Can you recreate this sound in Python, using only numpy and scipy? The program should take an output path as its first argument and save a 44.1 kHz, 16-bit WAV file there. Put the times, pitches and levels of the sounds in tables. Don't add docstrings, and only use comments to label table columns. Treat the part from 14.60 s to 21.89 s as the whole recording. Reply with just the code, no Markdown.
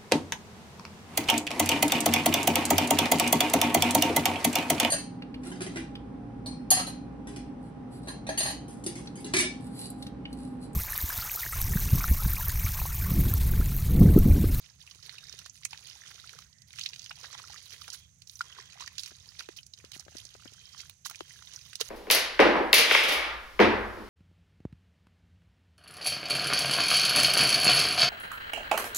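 import sys
import numpy as np
from scipy import signal
from scipy.fft import rfft, irfft, next_fast_len
from scipy.io import wavfile

SR = 44100
rng = np.random.default_rng(int(sys.argv[2]) if len(sys.argv) > 2 else 0)


def inscribe(sig):
    pcm = np.round(np.clip(np.atleast_2d(sig).T, -1, 1) * 32767)
    wavfile.write(sys.argv[1], SR, pcm.astype(np.int16))


N = 321489
LEAD_S = .006


def amp(db):
    return 10 ** (np.asarray(db) / 20)


def unit_rms(x):
    return x / np.sqrt(np.mean(x ** 2) + 1e-20)


def gain_at(curve, hz):
    curve_hz, db = np.transpose(curve)
    return amp(np.interp(np.log(hz + 1), np.log(curve_hz + 1), db))


def add(mix, start_s, sound):
    part = mix[max(round(start_s * SR), 0):][:len(sound)]
    part += sound[:len(part)]


def colour(x, curve):
    size = next_fast_len(len(x) + 4096)
    return irfft(rfft(x, size) * gain_at(curve, np.fft.rfftfreq(size, 1 / SR)), size)[:len(x)]


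def butter(x, hz, kind="bandpass"):
    return signal.sosfilt(signal.butter(2, hz, kind, fs=SR, output="sos"), x)


def wander(per_s):
    knots = rng.standard_normal(4096)
    return np.interp(np.arange(N) / SR * per_s, np.arange(4096), knots)


def jittered_times(count, length_s=N / SR, jitter=1):
    return length_s * (np.arange(count) + jitter * rng.random(count)) / count


def swell(t, length_s, attack_s, release_s):
    return np.clip(t / attack_s, 0, 1) * np.exp(-np.clip((t - length_s) / release_s, 0, 30))


def ring(t, hz, decay_s, glide, rise_s):
    turns = hz * (t + glide * (decay_s * (1 - np.exp(-t / decay_s)) - t / np.e))
    return np.sin(2 * np.pi * turns) * np.exp(-t / decay_s) * (1 - np.exp(-t / rise_s))


def scatter(x, decay_s, share):
    t = np.arange(3000) / SR
    echoes = rng.standard_normal(len(t)) * np.exp(-t / decay_s) * (t > .0006)
    taps = share * echoes / np.linalg.norm(echoes)
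    taps[0] = 1
    return signal.fftconvolve(x, taps / np.linalg.norm(taps))


def bank_echo(x, wet_db, t60_s):
    t = np.arange(12000) / SR
    tail = rng.standard_normal(len(t)) * amp(-60 * t / t60_s) * (1 - np.exp(-t / .00033))
    tail = colour(tail / np.linalg.norm(tail), [(1500, -12), (3500, 0)])
    return x + amp(wet_db) * signal.oaconvolve(x, tail)[:N]


# frequency in Hz, gain in dB.
SHADE_CURVE = [(200, -6.5), (700, -2.5), (1300, -7), (2400, -11.5), (4400, -23.5), (6500, -27),
               (8200, -33.5), (11000, -38), (15000, -31)]

def shade(x, early_samples=31):
    angle = 2 * wander(3.7)
    direct = np.pad(x[early_samples:], (0, early_samples))
    paths = sum(weight * scatter(x * weight, decay_s=.0016, share=.81)[early_samples:][:N]
                for weight in (np.cos(angle), np.sin(angle)))
    treble = colour(paths - direct, [(1400, -12), (2300, 0)])
    return colour(direct + treble, SHADE_CURVE)


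# frequency in Hz, relative level in dB.
RUMBLE_CURVE = [(20, -28.5), (32, -30.5), (53, -5.5), (78, 3.5), (140, 0), (252, -19.5), (330, -34.5),
                (430, -72.5)]

def rumble(gain_db=-64.5, apart=.41):
    curve = RUMBLE_CURVE + [(450, -68), (2000, -120)]
    mid, side = (unit_rms(colour(rng.standard_normal(N), curve)) for _ in range(2))
    pair = np.array([amp(-1.5) * (mid + apart * side), amp(.8) * (mid - apart * side)])
    return pair * amp(gain_db + 1.8 * wander(14))


# frequency in Hz, relative level in dB.
HISS_CURVE = [(400, -11), (1000, -17), (2000, -11), (4000, -10.5), (5300, -7), (6300, 6), (7200, -4),
              (8000, -7.5), (10000, -18.5), (15000, -35)]

def hiss(gain_db=-63):
    curve = [(150, -39.5)] + HISS_CURVE
    left, right = (unit_rms(colour(rng.standard_normal(N), curve)) for _ in range(2))
    return amp(gain_db) * np.array([colour(left, SHADE_CURVE), right])


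# start and end in seconds, pitch in Hz,
# relative level in dB.
FAINT_WHISTLES = [(0.05, 0.997, 6250, -66), (0.395, 0.842, 1740, -69), (0.452, 0.867, 3660, -57),
                  (1.202, 1.83, 3570, -61), (1.897, 2.09, 1945, -68.5), (3.102, 3.54, 3340, -61.5),
                  (3.81, 4.145, 3340, -57), (3.847, 4.1, 1050, -69), (3.85, 4.07, 1500, -69),
                  (5.89, 6.32, 3190, -60), (6.552, 6.807, 3180, -62), (6.611, 7.254, 6150, -59)]

def whistles(half_width_hz=135, flutter_db=.5):
    out = np.zeros(N)
    for start, end, hz, db in FAINT_WHISTLES:
        size = int((end - start) * SR)
        band = 1 / (1 + ((np.fft.rfftfreq(size, 1 / SR) - hz) / half_width_hz) ** 2)
        whistle = unit_rms(irfft(rfft(rng.standard_normal(size)) * band, size))
        add(out, start, amp(db) * whistle * signal.windows.tukey(size, .6))
    return out * amp(flutter_db * wander(28))


# time in seconds, relative level in dB, pitch in Hz, hardness from 0 to 1.
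CAMERA_KNOCKS = [(4.517, -40.5, 485, 0.4), (5.243, -37.5, 405, 0.46), (5.364, -36.5, 345, 0.44),
                 (5.466, -42, 377, 0.2), (5.482, -36, 505, 0.8), (5.521, -49, 700, 0.4),
                 (5.552, -36, 497, 0.36), (5.653, -46.5, 350, 0.1), (5.7524, -38.5, 520, 0.67),
                 (5.8567, -33.5, 470, 0.45), (5.922, -48.5, 424, 0.1)]

def knocks(gain_db=7, tick_hz=1350, thud_hz=240):
    out, t = np.zeros(N), np.arange(1500) / SR
    lead = np.arange(-LEAD_S, 0, 1 / SR)
    for s, db, hz, hardness in CAMERA_KNOCKS:
        body = ring(t, hz, .00061, .16, .00017)
        tick = .71 * hardness * ring(t, tick_hz, .00085, .44, .00011)
        thud = .23 * (1 - hardness) * ring(t, thud_hz, .0028, .26, .00065)
        add(out, s, amp(db + gain_db) * scatter(body + tick + thud, decay_s=.0037, share=.69))
        skin = unit_rms(colour(rng.standard_normal(len(lead)), [(1500, 0), (5000, -24)]))
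        brush = .085 * skin * np.exp(lead / .0023)
        add(out, s - LEAD_S, amp(db + gain_db) * brush)
    out = colour(butter(out, 190, "highpass"), [(100, .59), (300, 2.2), (1700, .73), (3200, 2)])
    return np.array([out, amp(-25) * out])


# start in
# seconds, relative level in dB, final pitch in Hz, # T60 in seconds, opening time in seconds, left minus right
# in dB.
CAVITY_PLOPS = [(0.357, -45, 323, 0.01, 0.0004, -9), (0.738, -45, 397, 0.031, 0.00076, -14),
                (1.753, -47, 440, 0.033, 0.00076, -11), (4.8886, -27.5, 360, 0.023, 0.00062, -5),
                (6.6079, -31.5, 334, 0.019, 0.0011, 9), (7.2112, -23, 444, 0.038, 0.00049, -10.5)]

def plops(start_hz=1400, slap_hz=1250):
    left, right, t = np.zeros(N), np.zeros(N), np.arange(3000) / SR
    for s, db, hz, t60_s, opening_s, side_db in CAVITY_PLOPS:
        turns = hz * t + (start_hz - hz) * opening_s * (1 - np.exp(-t / opening_s))
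        note = np.sin(2 * np.pi * turns) * (1 - np.exp(-t / .00061)) * amp(-60 * t / t60_s)
        slap = .88 * ring(t, slap_hz, .00039, 0, .0001)
        plop = scatter(note + slap, decay_s=.0057, share=.19)
        add(left, s - .0007, amp(db + side_db) * plop)
        add(right, s, amp(db) * plop)
    return np.array([left, right])


def gurgles(strength, gain_db=2.5, spread_db=3, centre_hz=820, spread_octaves=.54, count=170):
    out, t = np.zeros(N), np.arange(1600) / SR
    times = jittered_times(count)
    for s, (loud, high, slide) in zip(times, np.clip(rng.standard_normal((count, 3)), -1.6, 1.6)):
        hz = centre_hz * 2 ** (spread_octaves * high)
        size = strength[int(s * SR)] * amp(gain_db + spread_db * loud) * np.sqrt(hz / centre_hz)
        add(out, s, size * ring(t, hz, 2.4 / hz, -.1 + .2 * slide, 1.5 / hz))
    return out


def air_pocket(hz, cycles, glide=-.06):
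    t = np.arange(1800) / SR
    smaller, late = rng.random(2)
    click = .11 * rng.standard_normal(len(t)) * np.exp(-t / .0031)
    pop = ring(t, hz, cycles / hz, glide, 1.77 / hz) + click
    neighbour = .12 * ring(t, hz * (1.2 + .7 * smaller), 1.5 / hz, glide, .0002)
    add(pop, .003 * late, neighbour)
    pop = butter(pop, [.5 * hz, 7000])
    return scatter(pop, decay_s=.004, share=.24)


def stray_pops(strength, gain_db=24, spread_db=3, db_per_octave=5, low_hz=800, octaves=2.12, count=80):
    out = np.zeros(N)
    for s, high, quiet in zip(jittered_times(count), octaves * rng.random(count),
                              rng.standard_normal(count)):
        db = gain_db - spread_db * quiet + db_per_octave * (high - 1)
        add(out, s, strength[int(s * SR)] * amp(db) * air_pocket(low_hz * 2 ** high, cycles=2.3))
    return out


# start in seconds, relative level in dB, pitch in Hz, decay in cycles.
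POCKET_POPS = [(0.2754, -39, 2640, 2.9), (0.4942, -34, 2160, 1.75), (.544, -48, 1900, 1.8),
               (1.032, -40.5, 2100, 1.8), (1.053, -22, 2370, 1.25), (1.1296, -40.5, 877, 2.6),
               (1.146, -36.5, 1750, 1.1), (1.418, -41, 1860, 1.9), (1.437, -42.5, 1800, 2.1),
               (1.6417, -44, 1340, 2), (1.788, -44, 1210, 2.6), (2.137, -39.5, 2120, 1.8),
               (2.574, -48.5, 850, 1.3), (2.643, -48, 1150, 1.3), (2.682, -51, 950, 1.3),
               (2.7504, -39.5, 965, 1.1), (2.785, -62, 564, 1.1), (2.84, -40, 1330, 1.7),
               (2.8997, -40.5, 830, 1.5), (2.934, -42, 1700, 1.6), (2.961, -37, 1880, 1.8),
               (2.958, -50, 1150, 1.5), (3.216, -42, 1210, 1.9), (3.281, -50, 496, 1.4),
               (3.808, -23, 1407, 3.6), (3.925, -40.5, 3000, 4.1), (3.966, -48, 1540, 2.4),
               (3.9863, -38, 1060, 2.5), (3.991, -53.5, 424, 2.2), (4.155, -50, 760, 2.4),
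               (4.174, -43, 900, 1.2), (4.207, -46, 800, 1.5), (4.222, -39, 1120, 2),
               (4.2768, -31.5, 1840, 1.73), (4.508, -38.5, 1450, 0.73), (5.0315, -36, 5170, 2.2),
               (5.2008, -43, 2420, 1.7), (5.397, -42.5, 775, 0.88), (6.147, -40, 1040, 1.07),
               (6.497, -42.5, 1280, 2.1), (6.547, -34.5, 2400, 1.8), (6.653, -51, 1500, 1.1),
               (6.707, -42, 2000, 2.8), (6.759, -48.5, 1660, 2.2), (6.8225, -36.5, 1270, 0.91)]

def pops(gain_db=13):
    out = np.zeros(N)
    for s, db, hz, cycles in POCKET_POPS:
        add(out, s, amp(db + gain_db) * air_pocket(hz, cycles))
    return out


# start and length in seconds, relative level in dB, middle pitch in Hz.
SUCTION_SMACKS = [(0.8593, 0.0024, -43.5, 1050), (1.13, 0.0044, -51, 1260), (2.185, 0.0074, -42.5, 1720),
                  (2.507, 0.0082, -40.5, 1400), (2.641, 0.0067, -45.5, 1320), (2.782, 0.02, -49, 1400),
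                  (3.276, 0.0093, -46.5, 1410), (4.205, .007, -46.5, 1480), (4.239, 0.0089, -50, 1660),
                  (4.2725, 0.004, -46, 1440), (4.799, 0.0092, -42.5, 1980), (6.455, 0.0091, -39, 1430),
                  (6.506, 0.0091, -46.5, 1100), (7.1305, 0.0037, -41, 2370), (7.204, 0.016, -43, 1900)]

def smacks(span_octaves=1.35, cycles=.99, spread_db=6.5, count=8):
    out, t = np.zeros(N), np.arange(600) / SR
    for start, length, db, middle_hz in SUCTION_SMACKS:
        run = np.zeros(int(length * SR) + len(t))
        times = jittered_times(count, length)
        pitches = middle_hz * 2 ** (span_octaves * rng.permutation(np.linspace(-.5, .5, count)))
        for s, hz, loud in zip(times, pitches, rng.standard_normal(count)):
            grit = .18 * rng.standard_normal(len(t)) * np.exp(-t * hz / cycles)
            add(run, s, amp(spread_db * loud) * (ring(t, hz, cycles / hz, 0, 1 / hz) + grit))
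        run = butter(run, [.5 * middle_hz, 6000])
        add(out, start, amp(db) * np.sqrt(length * SR) * run / np.linalg.norm(run))
    return out


# frequency in Hz, gain in dB.
FILM_CURVE = [(300, -3.5), (1500, -1), (6300, 3), (7800, -5.5), (10000, -1), (13500, -7), (15000, -1.5)]

def film_crack(pitch_hz, width, rise_s=.00055, decay_s=.0013, size=1536):
    t, hz = np.arange(size) / SR - LEAD_S, np.fft.rfftfreq(size, 1 / SR)
    before, after = np.minimum(t, 0), np.maximum(t, 0)
    crack = np.exp(before / rise_s - after / decay_s)
    stretch_and_spatter = amp(-17) * np.exp(before / .0024 - after / .0089)
    burst = rng.standard_normal(size) * (crack + stretch_and_spatter)
    half_width_octaves = 1.91 * max(width, .1)
    band = 1 / (1 + abs(np.log2((hz + 1) / pitch_hz) / half_width_octaves) ** 3) + amp(-35)
    sound = irfft(rfft(burst) * band * gain_at(FILM_CURVE, hz))
    return sound / np.sqrt(np.sum(sound ** 2) / (.0063 * SR))


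def stray_snaps(strength, gain_db=-.5, spread_db=3, centre_hz=4200, width=.52, count=150):
    out, times = np.zeros(N), jittered_times(count)
    for s, (loud, high), (late, rest) in zip(times, rng.standard_normal((count, 2)),
                                             rng.random((count, 2))):
        size = strength[int(s * SR)] * amp(gain_db + spread_db * np.tanh(loud))
        hz = centre_hz * 2 ** (.16 * high)
        add(out, s - LEAD_S, size * film_crack(hz, width))
        add(out, s - LEAD_S + .0055 * (.5 + late), .6 * rest * size * film_crack(hz, width))
    return out


# time in seconds, relative level in dB, pitch in Hz, relative bandwidth.
FILM_SNAPS = [(0.215, -46, 3500, 0.15), (0.312, -43.5, 3850, 0.26), (0.4948, -37, 3810, 0.14),
              (0.5834, -41, 2780, 0.085), (.641, -45.5, 4770, 0.22), (0.67, -46, 4870, 0.1),
              (0.696, -39, 5700, 0.16), (.727, -39.5, 4650, 0.34), (0.7908, -39, 4700, 0.62),
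              (.845, -51, 5000, 0.29), (0.8617, -41.5, 5170, 0.41), (.898, -40, 6360, 0.13),
              (1.035, -45, 3800, 0.25), (1.0515, -25.5, 7200, 0.2), (1.109, -43.5, 5440, 0.41),
              (1.1325, -37, 2980, 0.33), (1.176, -42.5, 3500, 0.57), (1.248, -47.5, 4200, 0.09),
              (1.272, -43, 4300, 0.63), (1.675, -44.5, 4660, 0.14), (1.694, -40.5, 3080, 0.58),
              (1.789, -43.5, 4200, 0.53), (1.929, -53.5, 4070, 0.21), (1.985, -54.5, 4960, 0.19),
              (2.02, -48.5, 5250, 0.42), (2.107, -48.5, 2960, 0.34), (2.131, -45.5, 4030, 0.47),
              (2.1878, -36.5, 3270, 0.52), (2.195, -35, 4300, 0.64), (2.2125, -32, 3640, 0.21),
              (2.237, -32.5, 5030, 0.2), (2.26, -34, 3100, 0.22), (2.262, -27.5, 3830, 0.36),
              (2.278, -52, 5000, 0.21), (2.2897, -37, 5200, 0.17), (2.334, -38, 3140, 0.23),
              (2.361, -41.5, 3900, 0.52), (2.395, -38, 5200, 0.23), (2.419, -46, 4800, .3),
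              (2.444, -42, 4820, 0.48), (2.462, -39.5, 3470, 0.39), (2.496, -39.5, 4860, 0.15),
              (2.5136, -37, 2800, 0.14), (2.657, -46, 4270, 0.11), (3.2186, -41, 4330, 0.31),
              (3.281, -40, 4160, 0.55), (3.303, -35.5, 5500, 0.34), (3.6207, -45.5, 4460, 0.41),
              (3.674, -44.5, 5370, 0.29), (3.697, -40, 5030, 0.34), (3.7562, -41.5, 5860, 0.11),
              (3.793, -43.5, 5600, 0.26), (3.815, -35.5, 3700, 0.5), (4, -43.5, 5270, 0.09),
              (4.124, -48, 5000, 0.36), (4.262, -40, 5460, 0.18), (4.2771, -37, 2960, 0.71),
              (4.3825, -30, 3900, 0.39), (4.3865, -39, 4500, 0.42), (4.395, -31.5, 4380, 0.18),
              (4.435, -34.5, 5400, 0.46), (4.461, -37.5, 4500, 0.48), (4.69, -42.5, 4860, 0.1),
              (4.7934, -34, 4200, 0.23), (4.806, -39, 3930, 0.54), (4.889, -45, 2030, 0.83),
              (4.988, -40, 3040, 0.11), (5.066, -45.5, 7100, 0.3), (5.1373, -39.5, 4740, 0.23),
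              (5.188, -48.5, 5250, 0.37), (5.319, -40, 3950, 0.77), (5.3762, -47, 5470, 0.51),
              (5.3968, -37, 6250, 0.21), (5.407, -47, 5500, 0.54), (5.569, -38.5, 5150, .3),
              (5.653, -40, 5740, 0.26), (5.879, -46, 3050, 0.11), (5.937, -46.5, 5660, 0.3),
              (6.056, -45.5, 4900, 0.081), (6.205, -38, 4520, 0.34), (6.297, -40.5, 5600, 1.25),
              (6.499, -36, 8100, 1), (6.512, -40.5, 3400, 1.2), (6.558, -40.5, 5040, 0.4),
              (6.6075, -39.5, 3470, 0.43), (6.825, -47, 4500, 0.28), (6.851, -50.5, 4550, 0.22),
              (6.873, -44, 3630, 0.064), (6.937, -41.5, 5300, 0.41), (6.962, -36.5, 5900, 0.15),
              (7.133, -43, 4200, .4), (7.156, -31.5, 5660, 0.44), (7.2062, -32.5, 5600, 0.47),
              (7.2097, -28, 7600, 0.96), (7.2124, -23, 3900, 0.39), (7.2877, -42, 6500, 0.65)]

def snaps():
    out = np.zeros(N)
    for s, db, hz, width in FILM_SNAPS:
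        add(out, s - LEAD_S, amp(db) * film_crack(hz, width))
    return out


# start and length in seconds, relative level in dB,
# pitch in Hz, offsets of bubbling and spray in dB.
LUMP_SQUELCHES = [(2.179, 0.058, -42.5, 3900, -24, -16), (2.593, 0.011, -48.5, 4700, -22, -12),
                  (2.631, 0.019, -41, 3970, -9.5, -16), (2.715, 0.036, -46, 4300, -10, -25),
                  (2.777, 0.02, -44.5, 3450, -6.5, -17), (2.895, 0.033, -45.5, 4260, -9, -28),
                  (2.975, 0.01, -41, 4600, -32, -26), (3.12, 0.031, -44.5, 3700, -12, -14),
                  (3.327, 0.016, -38, 5700, -22, -7), (3.975, 0.019, -48, 4170, -7, -28),
                  (4.196, 0.037, -41.5, 4400, -14, -17.5), (4.393, 0.011, -38, 3800, -24, -10),
                  (4.426, 0.061, -46, 4540, -24, -12.5), (4.787, 0.021, -46, 3780, -5, -11),
                  (4.963, 0.014, -43, 3720, -16.5, -12), (5.332, 0.025, -44, 3680, -16, -11),
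                  (5.567, 0.026, -45, 5300, -15.5, -13), (6.175, 0.044, -43, 4800, -17.5, -19),
                  (6.449, 0.015, -34.5, 5300, -24, -9.5), (6.933, 0.014, -46, 5530, -7, -11),
                  (7.197, 0.022, -36, 5330, -12.5, -10)]

def squelches(gain_db=11, spread_db=.5, spread_octaves=.29, count=6):
    out = np.zeros(N)
    for start, length, db, pitch_hz, _, _ in LUMP_SQUELCHES:
        times = start + jittered_times(count, length, jitter=.8)
        loud, high = rng.standard_normal((count, 2)).T
        sizes = amp(db + gain_db) * np.sqrt(length) * unit_rms(amp(spread_db * loud))
        for s, size, hz in zip(times, sizes, pitch_hz * 2 ** (spread_octaves * high)):
            add(out, s - LEAD_S, size * film_crack(hz, width=.22))
    return out


# relative levels of fizz, bubbling, spray and stray snaps in dB.
PAUSE_FLOOR_DB = [-82, -89, -77, -73]
# start and length in seconds, relative fizz level in dB,
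# offsets of bubbling, spray and stray snaps in dB.
HAND_STROKES = [(-0.03, 0.16, -59, -8.5, -10.5, -15), (0.177, 0.22, -60, -9, -7.5, 8),
                (0.411, 0.45, -54.5, -8.5, -11, 2), (0.92, 0.18, -61, -13.5, -4, 8),
                (1.097, 0.73, -53, -8.5, -10.5, -1), (2.065, 0.12, -59, -14.5, -7, 0),
                (2.132, 0.43, -55, -10.5, -11, 6.5), (2.575, 0.41, -52.5, -6.5, -10, -5),
                (3.009, 0.38, -51.5, -11.5, -7.5, -17), (3.666, 0.13, -61.5, -15, 2.5, 10),
                (3.822, 0.45, -57.5, -4, -13.5, 4.5), (4.297, 0.63, -56.5, -11, -13.5, -0.5),
                (5.158, 0.27, -63.5, -4, -10, 14.5), (5.471, 0.816, -56.5, -10, -12, -10),
                (6.483, 1, -54.5, -10.5, -9.5, 0), (7.218, 0.097, -49.5, -7, -4, -6)]

def digging():
    t = np.arange(0, N, 20) / SR
    power = amp(PAUSE_FLOOR_DB)[:, None] ** 2 * np.ones(len(t))
    for start, length, db, bubbling_db, spray_db, snap_db in HAND_STROKES:
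        effort = swell(t - start, length, attack_s=.021, release_s=.038)
        power += np.outer(amp(db + np.array([0, bubbling_db, spray_db, snap_db])), effort) ** 2
    for start, length, db, _, bubbling_db, spray_db in LUMP_SQUELCHES:
        squeeze = swell(t - start, length, attack_s=.0027, release_s=.016)
        power[:3] += np.outer(amp(db + np.array([-5, bubbling_db, spray_db])), squeeze) ** 2
    return [np.interp(np.arange(N) / SR, t, np.sqrt(layer)) for layer in power]


def tiny_bursts(per_s=1200, spread_db=4.8, max_cycles=3.6, clump_db=2.5, low_hz=380, high_hz=15500):
    count, samples = int(per_s * N / SR), np.arange(220)
    clump = amp(clump_db * wander(90))
    when, high, loud, late, dead = rng.random((count, 5)).T[:, :, None]
    at = np.searchsorted(np.cumsum(clump) / clump.sum(), when)
    hz = (low_hz ** .4 + high * (high_hz ** .4 - low_hz ** .4)) ** 2.5
    cycles = max_cycles * .25 ** dead
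    sizes = hz ** .8 * amp(spread_db * np.minimum(-np.log(1 - loud), 3.5)) / np.sqrt(cycles)
    taper = 1 - (samples / len(samples)) ** 2
    bursts = sizes * ring(samples / SR, hz, cycles / hz, -.1, .5 * cycles / hz) * taper
    echo_at = at + ((.0006 + .002 * late) * SR).astype(int)
    direct, echo = (np.bincount((start + samples).ravel(), bursts.ravel(), N)[:N]
                    for start in (at, echo_at))
    return unit_rms(direct + .5 * echo) * np.sqrt(clump)


# frequency in Hz, gain in dB.
FIZZ_CURVE = [(250, -19), (350, -12), (480, -9.5), (750, -11.5), (1200, -9.5), (1600, -8), (2000, -1.5),
              (2400, -3.5), (3400, 3), (4100, 3.5), (6300, 5), (7900, -9.5), (9600, -3.5), (13700, -13),
              (15000, -13)]

def fizz(grains, envelopes, smear=.74, bubbling_below_hz=2200, spray_above_hz=8300):
    sound = colour(grains + smear * rng.standard_normal(N), FIZZ_CURVE)
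    size = next_fast_len(N)
    spectrum, hz = rfft(sound, size), np.fft.rfftfreq(size, 1 / SR)
    bubbling = 1 - 1 / (1 + (bubbling_below_hz / (hz + 1)) ** 8)
    spray = 1 / (1 + (spray_above_hz / (hz + 1)) ** 14)
    bands = 1 - bubbling - spray, bubbling, spray
    return sum(unit_rms(irfft(spectrum * band, size)[:N]) * envelope * amp(db)
               for band, envelope, db in zip(bands, envelopes, (2, -1, 0)))


def scene():
    grains = tiny_bursts()
    fizzing, bubbling, spray, snapping = digging()
    stick_slip = amp(1.5 * wander(45))
    envelopes = np.array([fizzing, bubbling, spray]) * stick_slip
    shared = snaps() + squelches() + smacks() + stray_snaps(snapping)
    shared += pops() + stray_pops(bubbling) + gurgles(bubbling) + whistles()
    left = bank_echo(shade(shared + fizz(grains, envelopes)), wet_db=9.5, t60_s=.058)
    right = bank_echo(shared + fizz(grains, envelopes), wet_db=-9.5, t60_s=.04)
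    return np.array([left, right]) + plops() + knocks() + rumble() + hiss()


def record(dry):
    taps = signal.firwin(301, 16000, window=("kaiser", 8), fs=SR)
    return signal.oaconvolve(dry, taps[None], "same", axes=1)


dry = scene()
out = record(dry)
inscribe(out)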